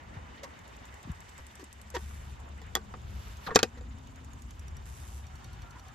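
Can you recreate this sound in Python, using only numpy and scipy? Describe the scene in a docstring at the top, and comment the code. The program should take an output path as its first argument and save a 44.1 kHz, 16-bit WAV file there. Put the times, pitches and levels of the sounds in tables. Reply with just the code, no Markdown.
"""A low rumble and the wash of far traffic come first, on a stone porch beside a garage at night.
The garage motor hums and drones through the wall as wandering tones; a far car whirrs past in narrow bands.
A katydid ticks and buzzes in bursts of ringing noise, and a cricket chirps in short falling whistles.
Heels thud with sinking pitch, soles and fingers scrape in gritty bursts, and a hand lifts a keypad's
plastic cover, which hisses on its hinge and snaps against its stop: each blow rings its modes and cracks."""
import sys
import numpy as np
from scipy import signal
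from scipy.fft import rfft, irfft, next_fast_len
from scipy.io import wavfile

SR = 44100
rng = np.random.default_rng(int(sys.argv[2]) if len(sys.argv) > 2 else 0)


def int16_out(signal):
    """Quantize to a 16-bit WAV file."""
    q = np.round(np.clip(np.atleast_2d(signal).T, -1, 1) * 32767)
    wavfile.write(sys.argv[1], SR, q.astype(np.int16))


N = 261954   # length in samples


def amp(db):
    """Decibel law: the amplitude gain of a level in dB."""
    return 10 ** (np.asarray(db) / 20)


def rms_one(x):
    """Normalisation by energy: the signal scaled to rms 1."""
    return x / np.sqrt(np.mean(x ** 2) + 1e-20)


def in_time(rows):
    """Linear interpolation: each column of a curve, sample by sample."""
    s, *columns = np.transpose(rows)
    return [np.interp(np.arange(N) / SR, s, column) for column in columns]


def gated(rows):
    """Envelope: the gain of a level curve, silent outside its span."""
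    t = np.arange(N) / SR
    return amp(in_time(rows)[0]) * (t > rows[0][0]) * (t < rows[-1][0])


def at_hz(points, hz):
    """Logarithmic frequency scale: a spectrum read between its points."""
    point_hz, value = np.array(points)[:, 0], np.array(points)[:, 1]
    return np.interp(np.log(hz), np.log(point_hz), value)


def drift(rate_hz):
    """Low-pass random process: slow chance of rms 1, made at every 40th sample."""
    r = np.exp(-80 * np.pi * rate_hz / SR)
    chance = rng.standard_normal(N // 40 + 2002)
    slow = signal.lfilter([1], [1, -2 * r, r * r], chance)[2000:]
    return np.interp(np.arange(N) / 40, np.arange(len(slow)), rms_one(slow))


# Usual left-right correlation of noise: pitch_hz, likeness (-1 to 1)
CHANNEL_LIKENESS = [(60, 0.98), (120, 0.89), (240, 0.64), (480, -0.063), (950, -0.34), (1890, 0.13),
                    (3770, 0.73), (7520, -0.6), (15000, 0.48)]
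# Usual balance of noise: pitch_hz, left_minus_right_db
CHANNEL_BALANCE = [(60, 0), (150, 5.5), (380, -2), (950, -1.0), (2380, -0.5), (5980, -2), (15000, 2)]


def coloured(spectrum, size, slope_db=0, likeness=None, lean=None):
    """Spectral shaping: stereo noise with a spectrum, tilt in dB per octave, correlation and balance; rms 1."""
    hz = np.maximum(np.arange(size // 2 + 1) * SR / size, 10)
    mid, side = rfft(rng.standard_normal((2, size)))
    alike = np.clip(at_hz(likeness or CHANNEL_LIKENESS, hz), -1, 1)
    sign = np.array([[1], [-1]])
    tilt_db = slope_db * np.log2(hz / 2000)   # pivots at 2 kHz
    balance_db = sign * at_hz(lean or CHANNEL_BALANCE, hz) / 2
    gain = amp(at_hz(spectrum, hz) + tilt_db + balance_db)
    pair = np.sqrt(1 + alike) * mid + sign * np.sqrt(1 - alike) * side
    return rms_one(irfft(gain * pair, size))


def resonance(x, hz, width_hz):
    """Simple resonator: a two-pole peak of gain 1."""
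    r = np.exp(-np.pi * width_hz / SR)
    zeros = np.array([1, 0, -1]) * (1 - r * r) / 2
    return signal.lfilter(zeros, [1, -2 * r * np.cos(2 * np.pi * hz / SR), r * r], x)


def wavering(hz, width_hz, core):
    """Line broadening: a tone whose strength and phase wander about a steady core; rms 1."""
    pole = np.exp(-np.pi * width_hz / SR)
    swing = signal.lfilter([1], [1, -pole], rng.standard_normal((2, N)))
    envelope = rms_one(swing[0]) + 1j * rms_one(swing[1]) + core
    carrier = np.exp(2j * np.pi * np.cumsum(hz * np.ones(N)) / SR)
    return rms_one(np.real(envelope * carrier))


def add(out, s, sound):
    """Superposition: mixes a short sound in at a time."""
    i = round(s * SR)
    out[:, i:i + sound.shape[-1]] += sound[..., :N - i]


# Far traffic before its chance swelling: time_s, level_db, brightness_db_per_octave
TRAFFIC_CURVE = [(0, -53.5, 0), (.36, -52, 0), (1.34, -53, 2), (1.85, -56, 2.1), (2.15, -52.5, 2),
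                 (2.55, -54.5, 0.8), (3.5, -53.5, 2), (3.8, -56, 1), (4.6, -55.5, 2), (5.71, -53.5, 2),
                 (5.94, -54.5, 1.6)]
# Spectrum of the wash: pitch_hz, relative_level_db
WASH_SPECTRUM = [(88, -27), (150, -3.5), (246, -0.5), (339, -6.5), (1000, -4), (2350, -13.5), (2950, -16),
                 (3930, -23), (6940, -25.5), (8390, -19), (9220, -42), (11100, -33), (14000, -42.5),
                 (14900, -52)]
# Peaks the porch adds: pitch_hz, width_hz, lift_db
PORCH_PEAKS = [(914, 200, 3), (1860, 130, 0.5), (2976, 63, 5.5), (3646, 80, 7.5), (6000, 33, 9.5)]


def traffic():
    """Room colouration: a noise wash with resonant peaks, whose octave bands fluctuate independently."""
    level_db, slope_db = in_time(TRAFFIC_CURVE)
    hz = np.maximum(np.arange(N // 2 + 1) * SR / N, 10)
    porch_db = sum(db / (1 + (2 * (hz - top) / w) ** 2) for top, w, db in PORCH_PEAKS)
    wash = rfft(coloured(WASH_SPECTRUM, N)) * amp(porch_db)
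    octave = np.clip(np.log2(hz / 2000), -4, 3)
    out = 0
    for centre in range(-4, 4):
        crossfade = np.clip(1 - abs(octave - centre), 0, 1)
        band = irfft(wash * crossfade, N)
        out = out + band * amp(slope_db * centre + 2.2 * drift(24.0))
    return amp(level_db) * out


BAND_HZ, BAND_WIDTH_HZ, BAND_DB = 1900, 660, -63
BAND_FADES_S, BAND_FADE_LENGTH_S = 1.62, 0.88


def fading_band():
    """Band-pass noise: a breathy band holds with a flickering level, then fades linearly."""
    remaining = np.clip(1 - (np.arange(N) / SR - BAND_FADES_S) / BAND_FADE_LENGTH_S, 0, 1)
    breath = coloured(WASH_SPECTRUM, N)
    for _ in range(2):
        breath = resonance(breath, BAND_HZ, BAND_WIDTH_HZ)
    return amp(BAND_DB + 2.1 * drift(13.0)) * remaining * rms_one(breath)


CAR_S, CAR_SWELL_S, CAR_DB = 5.69, 0.5, -65   # loudest moment, breadth, reference level of the strands
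STRAND_FLICKER_DB, STRAND_GLIDE, STRAND_DRIFT_HZ = 3, .045, 5   # glide is a share of the pitch
# Strands of the car's whirr: pitch_hz, width_hz, relative_level_db
CAR_WHIRR = [(772, 11, 1), (1000, 51, -5), (1363, 51, -1), (1714, 46, -5)]


def far_car():
    """Narrow-band noise: a few strands wander in pitch and level under one Gaussian swell."""
    swell = np.exp(-((np.arange(N) / SR - CAR_S) / CAR_SWELL_S) ** 2)
    whirr = 0
    for hz, width_hz, db in CAR_WHIRR:
        gain = amp(db + STRAND_FLICKER_DB * drift(STRAND_DRIFT_HZ))
        pitch_hz = hz * (1 + STRAND_GLIDE * drift(STRAND_DRIFT_HZ))
        whirr = whirr + gain * wavering(pitch_hz, width_hz, core=0.31)
    return amp(CAR_DB) * swell * whirr


HUM_HZ, HUM_WIDTH_HZ, HUM_CORE = 71, 3.0, 2.5   # core: steady share beside the wandering part
DRONE_HZ, DRONE_LATER_HZ, DRONE_WIDTH_HZ = 206.5, 227.4, 22
DRONE_STEPS_S, DRONE_STEP_LENGTH_S = 3.55, 0.1297   # the drone glides up once
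WHINE_HZ, WHINE_DB = 262, -63
WHINE_FROM_S, WHINE_LENGTH_S, WHINE_EDGE_S = 3.72, 0.8, 0.048
# Motor through the wall, and a low rumble that swells with footfalls near 0.22 s and 1.12 s, before balance and
# chance: time_s, rumble_db, hum_db, drone_db
LOW_SOUND_CURVE = [(0, -53.5, -71, -79), (.22, -48.5, -74, -61.5), (.4, -53, -64.5, -81),
                   (.95, -55.5, -70, -77), (1.12, -48, -77, -73), (1.35, -56.5, -64, -71),
                   (1.7, -59, -59, -66.5), (2.05, -47.5, -41, -58.5), (2.3, -45, -46.5, -68),
                   (2.45, -48.5, -46.5, -62.5), (2.85, -50.5, -47.5, -57.5), (3.12, -43, -55.5, -58.5),
                   (3.45, -53, -54, -61.5), (3.68, -56, -54, -56), (3.8, -47, -52, -56),
                   (4.45, -48, -54, -59.5), (4.65, -47, -46, -65.5), (5.68, -45.5, -55, -65),
                   (5.94, -48.5, -66, -67)]
# Spectrum of the rumble: pitch_hz, relative_level_db
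RUMBLE_SPECTRUM = [(12, -41.5), (20, -58), (41, -0.5), (64, 6), (111, -2), (193, -16), (228, -28),
                   (400, -20.5), (520, -59), (880, -120)]


def motor_and_footfall_rumble():
    """Forced vibration: a wavering hum, a lumpy rumble that swells with footfalls, and the drone and whine of
    door panels."""
    t = np.arange(N) / SR
    rumble_db, hum_db, drone_db = in_time(LOW_SOUND_CURVE)
    step = np.clip((t - DRONE_STEPS_S) / DRONE_STEP_LENGTH_S, 0, 1)
    drone_hz = DRONE_HZ + (DRONE_LATER_HZ - DRONE_HZ) * step
    to_edge_s = np.minimum(t - WHINE_FROM_S, WHINE_FROM_S + WHINE_LENGTH_S - t)
    whining = np.clip(to_edge_s / WHINE_EDGE_S, 0, 1)
    tones = amp(hum_db) * wavering(HUM_HZ, HUM_WIDTH_HZ, HUM_CORE)
    tones += amp(drone_db) * wavering(drone_hz, DRONE_WIDTH_HZ, core=0.21)
    tones += amp(WHINE_DB) * whining * wavering(WHINE_HZ, 2.6, HUM_CORE * 2)
    rumble = amp(rumble_db + 1.3 * drift(2.0)) * coloured(RUMBLE_SPECTRUM, N)
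    return rumble + tones * amp([[1.1], [-1.1]])


CHIRP_HZ, CHIRP_FALL_HZ, CHIRP_S = 7280, 300, .024
CRICKET_LEAD_RAD = 1.05   # mean phase by which the left leads
CHORUS_HZ, CHORUS_WIDTH_HZ, CHORUS_DB = 6720, 920, -76   # far crickets blur into a band
# Cricket bouts, before chance: first_chirp_s, last_chirp_limit_s, period_s, peak_db
CRICKET_BOUTS = [(.72, 1.7, .0712, -71), (1.779, 2.26, .069, -67), (2.33, 2.7, .0705, -66),
                 (2.813, 4.12, .0712, -65.5), (4.16, 4.85, .072, -66.5), (4.92, 5.93, .071, -70)]


def cricket():
    """Frequency modulation: each chirp is a slightly rough whistle falling in pitch; far ones blur together."""
    out, t = np.zeros((2, N)), np.arange(round(CHIRP_S * SR)) / SR
    phase = 2 * np.pi * (CHIRP_HZ * t - CHIRP_FALL_HZ * t ** 3 / (3 * CHIRP_S ** 2))
    lead = CRICKET_LEAD_RAD * np.array([[1], [0]])
    shape = np.sin(np.pi * t / CHIRP_S) ** 0.11
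    chance = rng.standard_normal((len(CRICKET_BOUTS), 30, 3))
    for (first, last, period, db), rows in zip(CRICKET_BOUTS, chance):
        for s, (late, spread, turn) in zip(np.arange(first, last, period), rows):
            whistle = np.sin(phase + (1 + 0.25 * turn) * lead)
            add(out, s + 0.0035 * late, amp(db + 1.07 * spread) * shape * whistle)
    far = rng.standard_normal(N)
    for _ in range(2):
        far = resonance(far, CHORUS_HZ, CHORUS_WIDTH_HZ)
    analytic = signal.hilbert(rms_one(far), next_fast_len(N))[:N]
    far = np.real(analytic * np.exp(1j * lead))
    return out * (1 + .5 * drift(200.)) + amp(CHORUS_DB) * far


TICK_PERIOD_S, TICK_SPREAD_DB = .0876, .9   # nominal period, random spread
# Tick phrases: first_s, last_s, lateness_of_middle_s, then rms over 23 ms, before spread and balance:
# first_level_db, middle_level_db, last_level_db
TICK_PHRASES = [(0.59, 1.902, 0.0022, -62.5, -57, -52.5), (2.401, 3.369, 0.00022, -63, -70, -60),
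                (3.81, 4.768, 0.00049, -74, -59, -57.5), (5.2675, 5.883, 0.00009, -59.5, -59, -59.5)]


def ticks():
    """Pulse train: time and level of near-even ticks, the level following a parabola through three marks."""
    for first, last, late, *marks_db in TICK_PHRASES:
        along = np.linspace(0, 1, round((last - first) / TICK_PERIOD_S) + 1)
        times = first + (last - first) * along + late * np.sin(np.pi * along)
        level_db = np.polyval(np.polyfit([0, .5, 1], marks_db, 2), along)
        yield from zip(times, level_db + TICK_SPREAD_DB * rng.standard_normal(len(along)))


STROKE_PAIRS_PER_S, BUZZ_RELEASE_DB_PER_S = 58.8, 300
LOWER_RING_HZ, TICK_RING_S, TICK_RING_DB = 4390, .0038, -1.5   # decay time; ring gain before its envelope
# Buzzes that close a phrase: start_s, length_s, start_level_db, fading_db_per_s
KATYDID_BUZZES = [(1.982, 0.345, -54, 31), (4.856, 0.33, -55.5, -3.5)]
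# Wing spectrum: pitch_hz, relative_level_db
WING_SPECTRUM = [(2060, -9), (4500, -11), (8150, 1), (8690, 2.5), (9260, -43), (9740, -5.5), (10900, -4.5),
                 (13600, -15.5), (16000, -49)]
# Left-right correlation of the ticks' rasp: pitch_hz, likeness (-1 to 1)
TICK_LIKENESS = [(4000, -0.35), (6000, 0.25), (7500, -0.15), (8300, -0.42), (11000, 0.12)]
# Katydid's balance and ring: time_s, left_minus_right_db, upper_ring_hz, lower_ring_relative_db
KATYDID_CURVE = [(0.5, 0, 6800, -20), (1.6, 1.5, 8200, -37), (2.801, -1, 7400, -22), (3.3, -2, 6560, -22),
                 (4.42, -1, 6870, -28), (4.6, -2.5, 5800, -28), (5.4, 2, 5700, -2), (5.9, 0, 6100, -1)]


def katydid():
    """Stridulation: single wing strokes tick and ring; run together, hard and soft in turn, they buzz."""
    out, t = np.zeros((2, N)), np.arange(1024) / SR
    shape = (1 - np.exp(-t / .0004)) * (np.exp(-t / .0013) + .2 * np.exp(-t / .006))
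    ring_shape = (1 - np.exp(-t / 0.0036)) * np.exp(-t / TICK_RING_S)
    when, _, upper_ring_hz, lower_ring_db = np.transpose(KATYDID_CURVE)
    for s, db in ticks():
        hz = np.interp(s, when, upper_ring_hz) * rng.normal(1, .008)
        rasp = shape * coloured(WING_SPECTRUM, size=1024, likeness=TICK_LIKENESS)
        grain = rng.standard_normal(len(t))
        upper, lower = [0.6 * rms_one(resonance(grain, top, 400)) + np.sin(2 * np.pi * top * t)
                        for top in (hz, LOWER_RING_HZ)]
        rings = upper + amp(np.interp(s, when, lower_ring_db)) * lower
        tick = rasp + amp(TICK_RING_DB) * rings * ring_shape
        add(out, s, amp(db) * rms_one(tick))
    rasp = coloured(WING_SPECTRUM, N)
    for s, length, db, fading in KATYDID_BUZZES:
        since = np.arange(N) / SR - s
        phase = since * STROKE_PAIRS_PER_S % 1
        release_db = BUZZ_RELEASE_DB_PER_S * np.maximum(since - length, 0)
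        level_db = db - fading * since - release_db + 1.3 * drift(39.0)
        strokes = 0.67 + 1.4 * np.exp(-phase / 0.13) + 1.5 * np.exp(-((phase + .5) % 1) / 0.22)
        out += (since > 0) * amp(level_db) * rms_one(strokes) * rasp
    return out * amp(np.outer([.5, -.5], in_time(KATYDID_CURVE)[0]))


# Dull thuds of heels and of the cover on its stop: start_s, level_db (before the soft attack),
# nominal_pitch_hz (scaled by the sinking curve), t60_s
THUD_EVENTS = [(0.075, -40, 156, 0.1), (0.16, -34, 169, 0.18), (1.049, -36, 152, 0.19),
               (1.072, -31.5, 260, 0.07), (1.092, -28.5, 211, 0.11), (1.1, -19.5, 92, 0.069),
               (1.595, -31, 335, 0.023), (1.628, -23, 297, 0.022), (3.56, -7, 261, 0.032)]


def thuds():
    """Damped oscillation: each impact swells softly and dies exponentially while its pitch sinks."""
    out, t = np.zeros((2, N)), np.arange(8192) / SR
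    for s, db, hz, t60 in THUD_EVENTS:
        pitch_hz = hz * (0.424 + 0.97 * np.exp(-t / 0.011))
        envelope = amp(db - 60 * t / t60) * (1 - np.exp(-t / 0.0069))
        tone = np.sin(2 * np.pi * np.cumsum(pitch_hz) / SR)
        add(out, s, envelope * tone * amp([[1.5], [-1.5]]))
    return out


SCUFF_ATTACK_S, SCUFF_RELEASE_S = .0045, .007
SINK_S, CLEAR_HZ = .025, 1100   # time to sink the listed interval; squeaks well above this pitch are rough
# Sole scuffs and finger rubs: start_s, level_db, length_s, brightness_db_per_octave, squeak_hz,
# squeak_relative_db, cover_ring_relative_db, squeak_sinks_octaves
SCUFF_EVENTS = [(0.43, -45, 0.015, 1.5, 570, -8.5, -13, 0.13),
                (1.383, -51.5, 0.018, -2.5, 537, -22, -26, 0.12),
                (1.591, -57, 0.031, 2, 409, -10.5, -12, 0.21), (1.945, -49.5, 0.02, 5, 960, 10, -12, 0.025),
                (1.939, -55.5, 0.019, 3, 517.5, 9.5, -16, 0.197),
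                (3.464, -45, 0.021, -5, 1495, 9, -10, 0.94),
                (3.462, -54.5, 0.016, -1.5, 3980, 8.5, -30, 0.1),
                (3.485, -47, 0.0082, -4, 1140, -5, -2, 0.026),
                (3.506, -45.5, 0.009, -6, 1147, 7, -10, 0.16),
                (3.507, -50, 0.015, -9.5, 1820, 10.5, -23, 0.058),
                (3.511, -54.5, 0.013, -4.5, 493, 4, 1, 0.31), (3.547, -40, 0.005, -2, 6960, 13, -22, 0.068),
                (3.77, -53, 0.017, -2, 507, -14, -16, 0.18), (5.752, -59, 0.024, -4.5, 1006, 2, -20, 0.017)]
# Spectrum of the grit: pitch_hz, relative_level_db
GRIT_SPECTRUM = [(120, 0), (200, 6.5), (722, -5.5), (1020, -9.5), (1840, 4.5), (2650, -2.5), (6400, -3.5),
                 (8420, -7.5), (9230, -48), (10500, -11), (13100, -19), (14600, -26), (16000, -77)]


def scuffs():
    """Stick-slip friction: gritty bursts squeak with sinking pitch, and sparse slips stir the cover's modes."""
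    out, t = np.zeros((2, N)), np.arange(8192) / SR
    for s, db, length, slope_db, squeak_hz, squeak_db, ring_db, sinks in SCUFF_EVENTS:
        attack = np.clip(t / SCUFF_ATTACK_S, 0, 1)
        shape = attack * np.exp(-np.maximum(t - length, 0) / SCUFF_RELEASE_S)
        grit = coloured(GRIT_SPECTRUM, len(t), slope_db, [(100, 0.86), (9000, 0.28)])
        squeak = rms_one(resonance(grit, squeak_hz, 0.15 * squeak_hz))
        squeak = squeak + 0.14 * rms_one(resonance(grit, 3 * squeak_hz, 750))
        pure = np.sin(2 * np.pi * (squeak_hz * t + rng.random()))
        squeak = squeak + (CLEAR_HZ / squeak_hz) ** 2 * pure
        # reading ever more slowly through the squeak sinks its pitch
        slowed = np.cumsum(2 ** (-sinks * np.minimum(t / SINK_S, 1.2) ** 2)) / SR
        squeak = np.array([np.interp(slowed, t, side) for side in squeak])
        slips = shape * rng.standard_normal(len(t)) * (rng.random(len(t)) < 1200 / SR)   # 1200 per s
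        ring = cover_ring(s, t[:4096], low_db=-0.53, high_db=-2.8, slope_db=-13.0, damping=0.81)
        stirred = signal.fftconvolve(slips[None], ring, axes=1)[:, :len(t)]
        scrape = shape * (grit + amp(squeak_db) * squeak)
        add(out, s, amp(db) * (scrape + amp(ring_db) * stirred))
    return out


OPENS_S = 2.8   # sounds from here on ring the open cover's modes
SWELL_CYCLES = .35   # cycles a mode takes to swell, beside a fixed 0.34 ms
TWIN_SPREAD = .05   # every high mode has a twin close by, at another pitch each blow
ROUGH_DB, ROUGH_PER_S = 3.0, 380   # the loose cover shakes each mode, less below 1 kHz
# Modes of the cover shut on the keypad: pitch_hz, relative_level_db, t60_s (at damping factor 1)
SHUT_MODES = [(242, -5, 0.039), (369, 0, 0.034), (444, -0.5, 0.052), (624, -18, 0.03), (776, 10, 0.02),
              (936, -6, 0.05), (1160, -4.5, 0.046), (1515, -19, 0.16), (1865, -3.5, 0.039),
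              (1940, -7, 0.033), (3385, -7, 0.042), (3440, -18, 0.019), (7050, -10, 0.014),
              (8200, -14, 0.01), (4840, -16, 0.027), (13100, -18.5, 0.017)]
# Modes of the cover swung open: pitch_hz, relative_level_db, t60_s (at damping factor 1)
OPEN_MODES = [(90.6, -22, 0.2), (170, -8, 0.036), (276, -5, 0.046), (370, -3.5, 0.037), (434, 0, 0.051),
              (490.4, -0.5, 0.046), (748, 0, 0.041), (938, -21, 0.14), (1188, -9, 0.044),
              (1416, -11, 0.072), (1610, -9, 0.047), (1820, -13, 0.071), (2150, -20, 0.045),
              (2487, -16, 0.084), (3137, -17.5, 0.022), (3750, -15, 0.05), (3860, -14.5, 0.026),
              (4460, -13.5, 0.042), (5540, -19, 0.016), (7200, -9, 0.021), (8170, -24, 0.016),
              (10760, -38, 0.014), ]
# Balance of the cover: pitch_hz, left_minus_right_db
COVER_BALANCE = [(60, 1.5), (130, 12), (290, 9.5), (640, 1), (1410, -1), (3100, -2.5), (6820, -0.5),
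                 (15000, 2)]
# Phase of the cover's modes: pitch_hz, left_lead_rad
COVER_LEAD = [(0, -0.4), (950, 1.47), (1210, 1.73), (1810, 1.2), (2070, 0.9), (3450, 1), (5170, 0),
              (5860, -13), (7300, 1.5), (9650, -3), (13400, 8)]


def cover_ring(s, t, low_db, high_db, slope_db, damping, favoured_hz=950, lift_db=0):
    """Modal synthesis: decaying modes, lifted near a favoured pitch; low ones swell more slowly."""
    hz, db, t60 = np.transpose(SHUT_MODES if s < OPENS_S else OPEN_MODES)
    high = hz > 1000
    twins_hz = hz[high] * (1 + TWIN_SPREAD * rng.standard_normal(high.sum()))
    hz, db, t60 = np.append(hz, twins_hz), np.append(db, db[high]), np.append(t60, t60[high])
    group_db = np.where(hz < 850, low_db, high_db + slope_db * np.log2(hz / 2000))
    level_db = db + group_db + rng.normal(0, 1.5, len(hz))
    level_db = level_db + lift_db * np.exp(-(np.log2(hz / favoured_hz) / 0.098) ** 2)
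    hz, t60, level_db = hz[:, None], t60[:, None], level_db[:, None]   # axes: side, mode, time
    side = np.array([.5, -.5])[:, None, None]
    lead = side * np.interp(hz, *np.transpose(COVER_LEAD))
    # a random starting phase, common to both sides, grows with pitch
    start_phase = rng.uniform(0, 1.5, hz.shape) * np.maximum(np.log2(hz / 450), 0)
    gain = amp(level_db - 60 * damping * t / t60 + side * at_hz(COVER_BALANCE, hz))
    marks = np.arange(len(t) * 400 // SR + 2) / ROUGH_PER_S
    shake_db = ROUGH_DB * rng.standard_normal((len(hz), len(marks)))
    shake_db = shake_db * (marks > 0) * np.minimum(hz / 1000, 1)
    gain = gain * amp([np.interp(t, marks, row) for row in shake_db])
    swell = 1 - np.exp(-t / (0.00034 + SWELL_CYCLES / hz))
    modes = swell * gain * np.sin(2 * np.pi * hz * t + lead + start_phase)
    return np.sum(1.21 * modes, axis=1)


# Cover turning on its hinge, before flutter: time_s, level_db
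HINGE_CURVE = [(2.98, -78), (3.1, -61), (3.2, -57.5), (3.33, -57), (3.4, -63.5), (3.44, -53.5),
               (3.475, -47), (3.5, -72)]
# Spectrum of the hinge's rub: pitch_hz, relative_level_db
RUB_SPECTRUM = [(410, -50), (700, -12), (1300, -5), (7290, -13.5), (8420, -11), (9230, -58), (9990, -15),
                (13000, -16), (16000, -34)]


def hinge():
    """Sliding friction: a fluttering noise hiss follows the turning hinge."""
    flutter = amp(drift(25.))
    return gated(HINGE_CURVE) * flutter * coloured(RUB_SPECTRUM, N)


# Cover blows: start_s, level_db (scales ring and crack), low_modes_db, high_modes_db, crack_db,
# brightness_db_per_octave, damping_factor, favoured_hz, favoured_lift_db
BLOW_EVENTS = [(1.9658, -35.5, -6, -4, -1, -5, 0.64, 353, 17.5),
               (2.616, -51, -5, -5, -2, 2.5, 0.48, 456, 8),
               (2.7522, -16.5, -14.5, -7, -6.5, 6, 1.1, 860, 2),
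               (2.761, -32, -15, -11, 0, -7.5, 1.1, 1160, 8),
               (2.7687, -33.5, -5, -12, -6, -2, 0.62, 392, 9),
               (2.939, -39.5, -7, -17, 2.5, -13, 0.5, 1115, 22),
               (3.269, -58, -10.5, -2, 8, -18, 0.54, 419, 20),
               (3.558, -3, -5, -7.5, -5.5, 3.5, 1.29, 485, -1.5),
               (3.5626, -13.5, -6.5, -1, -12.5, -3, 1.27, 486, 5),
               (3.59, -23, -12, -8, 1, -3.5, 0.77, 4200, 13),
               (3.6298, -11, -5.5, -8.5, -3, 2, 1.39, 3220, 18),
               (3.6385, -31, 0, -15, -21, -6, 0.9, 510, 8), (3.809, -45, -10.5, -13, -23, 2, 0.51, 474, 9)]
# Spectrum of the crack: pitch_hz, relative_level_db
CRACK_SPECTRUM = [(530, -78), (900, -9.5), (2300, -10.5), (5380, -6), (8340, -9.5), (9200, -15.5),
                  (13400, -28.5), (16500, -45)]


def cover():
    """Impact excitation: each blow rings the plastic modes and adds a crack of quickly dying noise."""
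    out, t = np.zeros((2, N)), np.arange(8192) / SR
    likeness = [(1000, 0.69), (4000, 0.79), (8000, -0.77), (12000, 0.2)]
    for s, db, low_db, high_db, crack_db, slope_db, damping, *favoured in BLOW_EVENTS:
        decay = np.exp(-t / 0.0013) + 0.44 * np.exp(-damping * t / .005) + 0.071 * np.exp(-t / 0.013)
        dying = (1 - np.exp(-t / 0.00022)) * decay
        crack = dying * coloured(CRACK_SPECTRUM, len(t), slope_db, likeness, COVER_BALANCE)
        ring = cover_ring(s, t, low_db, high_db, slope_db, damping, *favoured)
        add(out, s, amp(db) * (ring + amp(crack_db) * crack))
    return out


def scene():
    """Superposition: all sources on the porch, from the background to the cover."""
    background = traffic() + fading_band() + far_car() + motor_and_footfall_rumble()
    insects = cricket() + katydid()
    return background + insects + thuds() + scuffs() + hinge() + cover()


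NOTCH_HZ, NOTCH_WIDTH_HZ = 9010, 1920
CUTOFF_HZ = 16600   # stopband edge


def record(dry):
    """Saturation and filtering: peaks are rounded, the treble is notched, the top is cut."""
    dry = np.tanh(dry)
    for _ in range(2):
        dry = dry - 0.52 * resonance(dry, NOTCH_HZ, NOTCH_WIDTH_HZ)
    dry = signal.sosfilt(signal.butter(2, 15500, fs=SR, output="sos"), dry)
    return signal.sosfilt(signal.cheby2(12, 70, CUTOFF_HZ, fs=SR, output="sos"), dry)


dry = scene()
out = record(dry)
int16_out(out)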